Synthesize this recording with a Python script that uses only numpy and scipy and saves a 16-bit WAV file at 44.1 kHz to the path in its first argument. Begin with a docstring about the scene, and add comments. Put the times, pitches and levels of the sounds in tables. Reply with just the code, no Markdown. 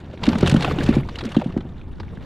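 """Footwell of a hollow plastic kayak: a fish flaps under a chest-worn camera with two close microphones.
Thumps are short shudders that ring the hull modes; slaps of fins and tail are gritty coloured noise bursts.
Droplets pop as tones of a few cycles; dense random bumps and band-passed clicks make the rumble and wet rustle.
Filtered noise makes a light wind on the microphones and a soft hiss of open water."""
import sys
import numpy as np
from scipy import signal
from scipy.fft import rfft, irfft
from scipy.io import wavfile
from scipy.ndimage import uniform_filter1d

SR = 44100
rng = np.random.default_rng(int(sys.argv[2]) if len(sys.argv) > 2 else 0)


def undo_db(level):
    """Turn decibels back into plain size, where 20 dB means ten times bigger."""
    steps = np.asarray(level, float) / 20
    return 10 ** steps


def generate_wav(signal):
    """Clip the signal to [-1, 1] and save it as 16-bit WAV at the path in sys.argv[1]."""
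    frames = np.transpose(np.atleast_2d(signal))
    scaled = np.clip(frames, -1, 1) * 32767
    pcm = np.round(scaled).astype(np.int16)
    wavfile.write(sys.argv[1], SR, pcm)


N = 99225


def unit(x):
    """Scale to rms 1."""
    return x / np.sqrt(np.mean(x ** 2))


def colour(x, points, count=1024):
    """Minimum-phase filter through (hz, db) points, built from the folded cepstrum."""
    hz, db = np.array(points, float).T
    grid_hz = np.fft.rfftfreq(2 * count, 1 / SR)
    grid_db = np.interp(np.log(grid_hz + 1), np.log(hz), db)
    cepstrum = irfft(np.log(undo_db(grid_db)))
    cepstrum[1:count] *= 2
    response = np.exp(rfft(cepstrum[:count], 2 * count))
    fade = np.hanning(2 * count)[count:]
    taps = irfft(response)[:count] * fade
    return signal.fftconvolve(x, taps)[:len(x)]


def resonate(x, hz, q):
    """A steep resonance: the same band-pass twice."""
    b, a = signal.iirpeak(hz, q, SR)
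    return signal.lfilter(b, a, signal.lfilter(b, a, x))


def curve(table, index):
    """Gain along time from a dB column; column 0 is time in s."""
    rows = np.array(table, float)
    return undo_db(np.interp(np.arange(N) / SR, rows[:, 0], rows[:, index]))


def walk(rate_hz):
    """Random levels held 1 / rate_hz and slewed twice; spread near 1."""
    hold = int(SR / rate_hz)
    steps = np.repeat(rng.standard_normal(N // hold + 1), hold)
    return 1.3 * uniform_filter1d(uniform_filter1d(steps, hold), hold)[:N]


def grains(per_s, spread_db):
    """Random clicks of either sign, mostly small, a few large."""
    chance, sign, size = rng.random((3, N))
    level = undo_db(-spread_db * np.log(size + 1e-9))
    return (chance < per_s / SR) * np.sign(sign - .5) * level


def add(out, at_s, x):
    """Mix x into out from time at_s."""
    i = int(at_s * SR)
    out[i:i + len(x)] += x[:N - i]


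def ring(centre_hz, octaves):
    """Impulse response of the hull: decaying modes, favoured near centre_hz by the struck spot."""
    # hull modes: mode_hz, level_db, t60_s
    hull_modes = [(88, -1, 0.24), (140, 5, 0.13), (174, 4.5, 0.11), (223.9, 5.5, 0.084), (279, 4, 0.053),
                  (339.5, 1, 0.082), (378.3, -4, 0.12), (503.4, -5.5, 0.067), (593.6, -2.5, 0.035),
                  (756, -5.5, 0.021)]
    t = np.arange(SR // 2) / SR
    hz, db, t60_s = np.array(hull_modes, float).T[:, :, None]
    wake = undo_db(db) * np.exp(-(np.log2(hz / centre_hz) / octaves) ** 2)
    decay = np.exp(-np.log(1000) * t / t60_s)
    return np.sum(wake * np.sin(2 * np.pi * hz * t) * decay, axis=0)


def thumps():
    """A soft body shudders against the shell while contact lasts; the modes ring on."""
    # thumps of the fish on the hull: start_s, peak_db (before the crack), shudder_hz, contact_s
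    blows = [(0.22, -27.5, 192, 0.028), (.277, -2, 257.5, 0.012), (0.3, -18.5, 203, 0.017),
             (.351, -12.5, 224, 0.015), (0.427, -3.5, 398, 0.0053), (0.432, -5.5, 119, 0.0043),
             (0.523, -4, 162, 0.0072), (0.544, 0.5, 217.5, 0.007), (0.565, -15.5, 162, 0.023),
             (0.645, -19.5, 319, 0.018), (.72, -20, 146, 0.025), (0.781, -16.5, 302, 0.017),
             (0.834, -13, 176, 0.013), (.888, -2.5, 255, 0.0094), (0.907, -22.5, 392, 0.019),
             (.966, -3, 261, 0.0072), (0.976, -12, 140, 0.021), (1.226, -25.5, 397, 0.0089),
             (1.251, -19, 236, 0.017), (1.366, -2, 257, 0.0087), (1.418, -18.5, 764, 0.0038),
             (1.459, -11.5, 213, 0.0079), (1.431, -28.5, 483, 0.0091), (2.002, -25, 312, 0.0035),
             (1.565, -7.5, 263, 0.0068), (2.173, -25.5, 150, 0.0085)]
    struck_octaves = 0.83
    crack_hz, crack_octaves, crack_db = 640, 0.67, -11  # crack_db is relative to the blow
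    out = np.zeros(N)
    # first hard touch wakes the upper modes
    crack = np.convolve(ring(crack_hz, crack_octaves), np.hanning(SR // 1500))
    for start_s, peak_db, hz, contact_s in blows:
        t = np.arange(0, max(contact_s, 1e-3), 1 / SR)
        push = np.cos(2 * np.pi * hz * t) * np.sin(np.pi * t / t[-1])
        thump = np.convolve(ring(hz, struck_octaves), push - push.mean())
        add(out, start_s, undo_db(peak_db) * thump / np.abs(thump).max())
        add(out, start_s, -undo_db(peak_db + crack_db) * crack / np.abs(crack).max())
    return out


def scratches():
    """Wet slaps: gritty broad bursts that swell and die, each with its own dull part and brightness."""
    # slaps of fins and tail: swell_end_s, peak_db, dull_db, treble_db
    slaps = [(.177, -38, -12, -28), (0.237, -13, 0, -16.5), (.256, -23.5, -15, -7), (.268, -16.5, -13, -12),
             (0.291, -16, -11.5, -9), (0.332, -15, 11, -36), (.356, -18, 25, -32), (.386, -25, -3, 4),
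             (0.41, -23, -18, -1), (.43, -16.5, 8, -24), (.463, -15.5, -1, -12), (.476, -10.5, -2, -4.5),
             (0.498, -14, -23, 6), (0.516, -17.5, -17, -1), (0.543, -19.5, 3, -3), (0.566, -19.5, -10, -6),
             (0.609, -19, -17, -5.5), (.626, -15, -15, -10), (.648, -9.5, 6, -16), (.788, -18, 0.5, -23),
             (0.837, -24.5, -14, 6), (0.865, -24, -13, -8), (.891, -20, -11, -7), (.94, -25, -6, -15),
             (0.954, -27, -12, -2), (1.09, -24, 6.5, -44), (1.159, -29, -19, -11), (1.189, -24, -25, -13),
             (1.211, -21.5, -2, -16), (1.239, -29, -3, -12), (1.254, -29, 1, 2), (1.267, -28, -8, -12),
             (1.293, -37, -10, 0), (1.308, -35, 12, -23), (1.321, -27, 0, -9), (1.348, -27, 1, -14),
             (1.368, -24.5, -12, -12), (1.399, -27.5, 7, -15), (1.416, -24.5, 12, -23),
             (1.445, -34.5, -7, -6), (1.525, -35.5, -16, -17), (1.577, -26.5, 16, -15.5),
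             (1.608, -33, 3.5, -26), (1.814, -37, -23, -25), (2.002, -26.5, 8.5, -52),
             (2.034, -31, 17, -42)]
    # colour of a slap below the treble: freq_hz, level_db (per Hz)
    body_colour = [(500, -18.5), (1500, 3.5), (3200, 0.5), (4400, -5), (5600, -43.5)]
    # colour of its treble: freq_hz, level_db (per Hz)
    treble_colour = [(3000, 5), (4500, 2.5), (7000, -2), (10000, -9), (15500, -27)]
    swell_s, tail_s, grit_db = .005, .005, 3
    dull_hz, tint_hz, tint_db = 887, 3180, -2.5
    out, t = np.zeros(N), np.arange(2048) / SR
    noise = rng.standard_normal((len(slaps), 6, len(t)))
    swell = np.sin(np.pi / 2 * t / swell_s) ** 2
    env = np.where(t < swell_s, swell, np.exp(-(t - swell_s) / tail_s))
    for (swell_end_s, peak_db, dull_db, treble_db), row in zip(slaps, noise):
        grit = undo_db(grit_db * uniform_filter1d(row[3:], size=36) * 6)  # 6 restores unit spread
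        body, dull, treble = env * row[:3] * grit
        x = unit(colour(body, body_colour, count=256))
        x = x + undo_db(dull_db) * unit(resonate(dull, dull_hz, 1))
        # chance pitch within half an octave of tint_hz
        pitch_hz = tint_hz * 2 ** (np.tanh(row[0, 0]) / 2)
        x = x + undo_db(tint_db) * unit(resonate(body, pitch_hz, 4))
        x = unit(x) + undo_db(treble_db) * unit(colour(treble, treble_colour, count=256))
        add(out, swell_end_s - swell_s, undo_db(peak_db) * x / np.abs(x).max())
    return out


def pops():
    """Droplets and bubbles: unsteady tones of a few cycles, more cycles for higher pitch by the root."""
    # pops: centre_s, level_db, pitch_hz
    droplets = [(.268, -28, 3880), (0.713, -22, 1160), (.812, -21, 1646), (1.034, -38, 2120),
                (1.158, -29.5, 3020), (1.355, -27.5, 1186), (2.174, -39, 1700)]
    cycles_at_1khz = 9.04
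    out = np.zeros(N)
    for (centre_s, level_db, hz), row in zip(droplets, rng.standard_normal((len(droplets), 512))):
        t = np.arange(0, cycles_at_1khz / np.sqrt(1000 * hz), 1 / SR)
        tone = np.sin(2 * np.pi * hz * t)
        rough = .4 * unit(resonate(row, hz, 2))[:len(t)]
        add(out, centre_s - t[-1] / 2, undo_db(level_db) * (tone + rough) * np.hanning(len(t)))
    return out


def struggle():
    """Between the clear blows, small bumps keep the hull rumbling; wet grains of many pitches tick and flicker."""
    # how hard the fish struggles: time_s, rumble_db, rustle_db
    effort = [(0, -39, -48.5), (.2, -34.5, -47.5), (.24, -25, -29), (.37, -26.5, -36), (.46, -23, -27),
              (.59, -27, -31.5), (.66, -27, -28), (.76, -25.5, -30.5), (.95, -24.5, -29.5),
              (1., -29.5, -43), (1.13, -44, -41.5), (1.25, -35.5, -38), (1.44, -42.5, -40.5),
              (1.5, -33.5, -44.5), (1.65, -34, -52.5), (1.9, -51.5, -55), (2.25, -37.5, -47)]
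    # colour of the wet rustle: freq_hz, level_db (per Hz)
    rustle_colour = [(240, 30), (400, 4.5), (972, -7.5), (1380, -8), (3700, -15.5), (4840, -24.5),
                     (10100, -40), (15500, -40)]
    bumps_per_s, bump_spread_db = 900, 1.5
    ticks_per_s, tick_spread_db = 1300, 2.6  # per band
    band_q, flicker_db = 4., 3.
    bumps = signal.fftconvolve(grains(bumps_per_s, bump_spread_db), ring(160.0, 1.72))[:N]
    shared = walk(45.33) + 0.96 * walk(170)  # slower swells and quick ticks, common to all bands
    wet = 0
    for hz in 450 * 2 ** np.arange(0, 5.1, 1 / 3):
        ticks = grains(ticks_per_s, tick_spread_db) * undo_db(flicker_db * walk(70))
        wet = wet + np.sqrt(hz) * unit(resonate(ticks, hz, band_q))  # even power per Hz
    wet = colour(wet * undo_db(2 * shared), rustle_colour)
    return curve(effort, index=1) * unit(bumps) + curve(effort, index=2) * unit(wet)


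def wind():
    """Low buffeting on the microphones: dark noise that flutters under a gust curve."""
    # gusts: time_s, level_db
    gusts = [(0, -57), (.25, -51), (.7, -27.5), (1.1, -31.5), (1.3, -38.5), (1.6, -36.5), (2.02, -34),
             (2.25, -37.5)]
    # colour of the wind: freq_hz, level_db (per Hz)
    wind_colour = [(40, -5.5), (70, 1.5), (130, -6.5), (250, -13.5), (500, -27.5), (1000, -70)]
    x = colour(rng.standard_normal(N), wind_colour, count=8192) * undo_db(0.85 * walk(15.25))
    return curve(gusts, index=1) * unit(x)


def water():
    """Open water: soft hiss, nearly steady."""
    # colour of the hiss: freq_hz, level_db (per Hz)
    water_colour = [(200, 6), (400, -9), (900, -1), (2000, -18.5), (4500, -32), (12000, -85)]
    level_db = -51.5
    hiss = colour(rng.standard_normal(N), water_colour) * undo_db(0.47 * walk(7.7))
    return undo_db(level_db) * unit(hiss)


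def scene():
    """All sources are nearly alike in both channels; a faint smeared difference, mostly treble, and some wind differ."""
    # smeared difference between the channels: freq_hz, side_under_mid_db
    side_colour = [(150, -47), (1500, -44.5), (12000, -15.5)]
    # wind that differs between the microphones: time_s, level_db (re shared wind)
    side_wind = [(1.6, -70), (1.7, -13.5), (2.25, -5.5)]
    mid = thumps() + scratches() + pops() + struggle() + wind() + water()
    smear = rng.standard_normal(400) * np.exp(-np.arange(400) / 90.)
    smeared = np.convolve(mid, smear / np.linalg.norm(smear))[:N]
    side = colour(smeared, side_colour) + curve(side_wind, index=1) * wind()
    return np.array([mid + side, mid - side])


def roll_off(x):
    """The treble ends steeply here."""
    return signal.sosfilt(signal.butter(12, 15720, fs=SR, output="sos"), x)


def record(dry):
    """The housing dulls the top; the camera rounds the loudest peaks and cuts the top."""
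    # housing response: freq_hz, level_db
    housing = [(10300, 0.5), (15000, -7), (16000, -14)]
    limit, top_hz = 1.5, 15750  # limit re full scale
    x = np.array([colour(channel, housing, count=256) for channel in dry])
    x = limit * np.tanh(x / limit)
    low_pass = signal.ellip(8, .2, 70, top_hz, fs=SR, output="sos")
    mix = signal.sosfilt(low_pass, x)
    return roll_off(mix)


dry = scene()
out = record(dry)
generate_wav(out)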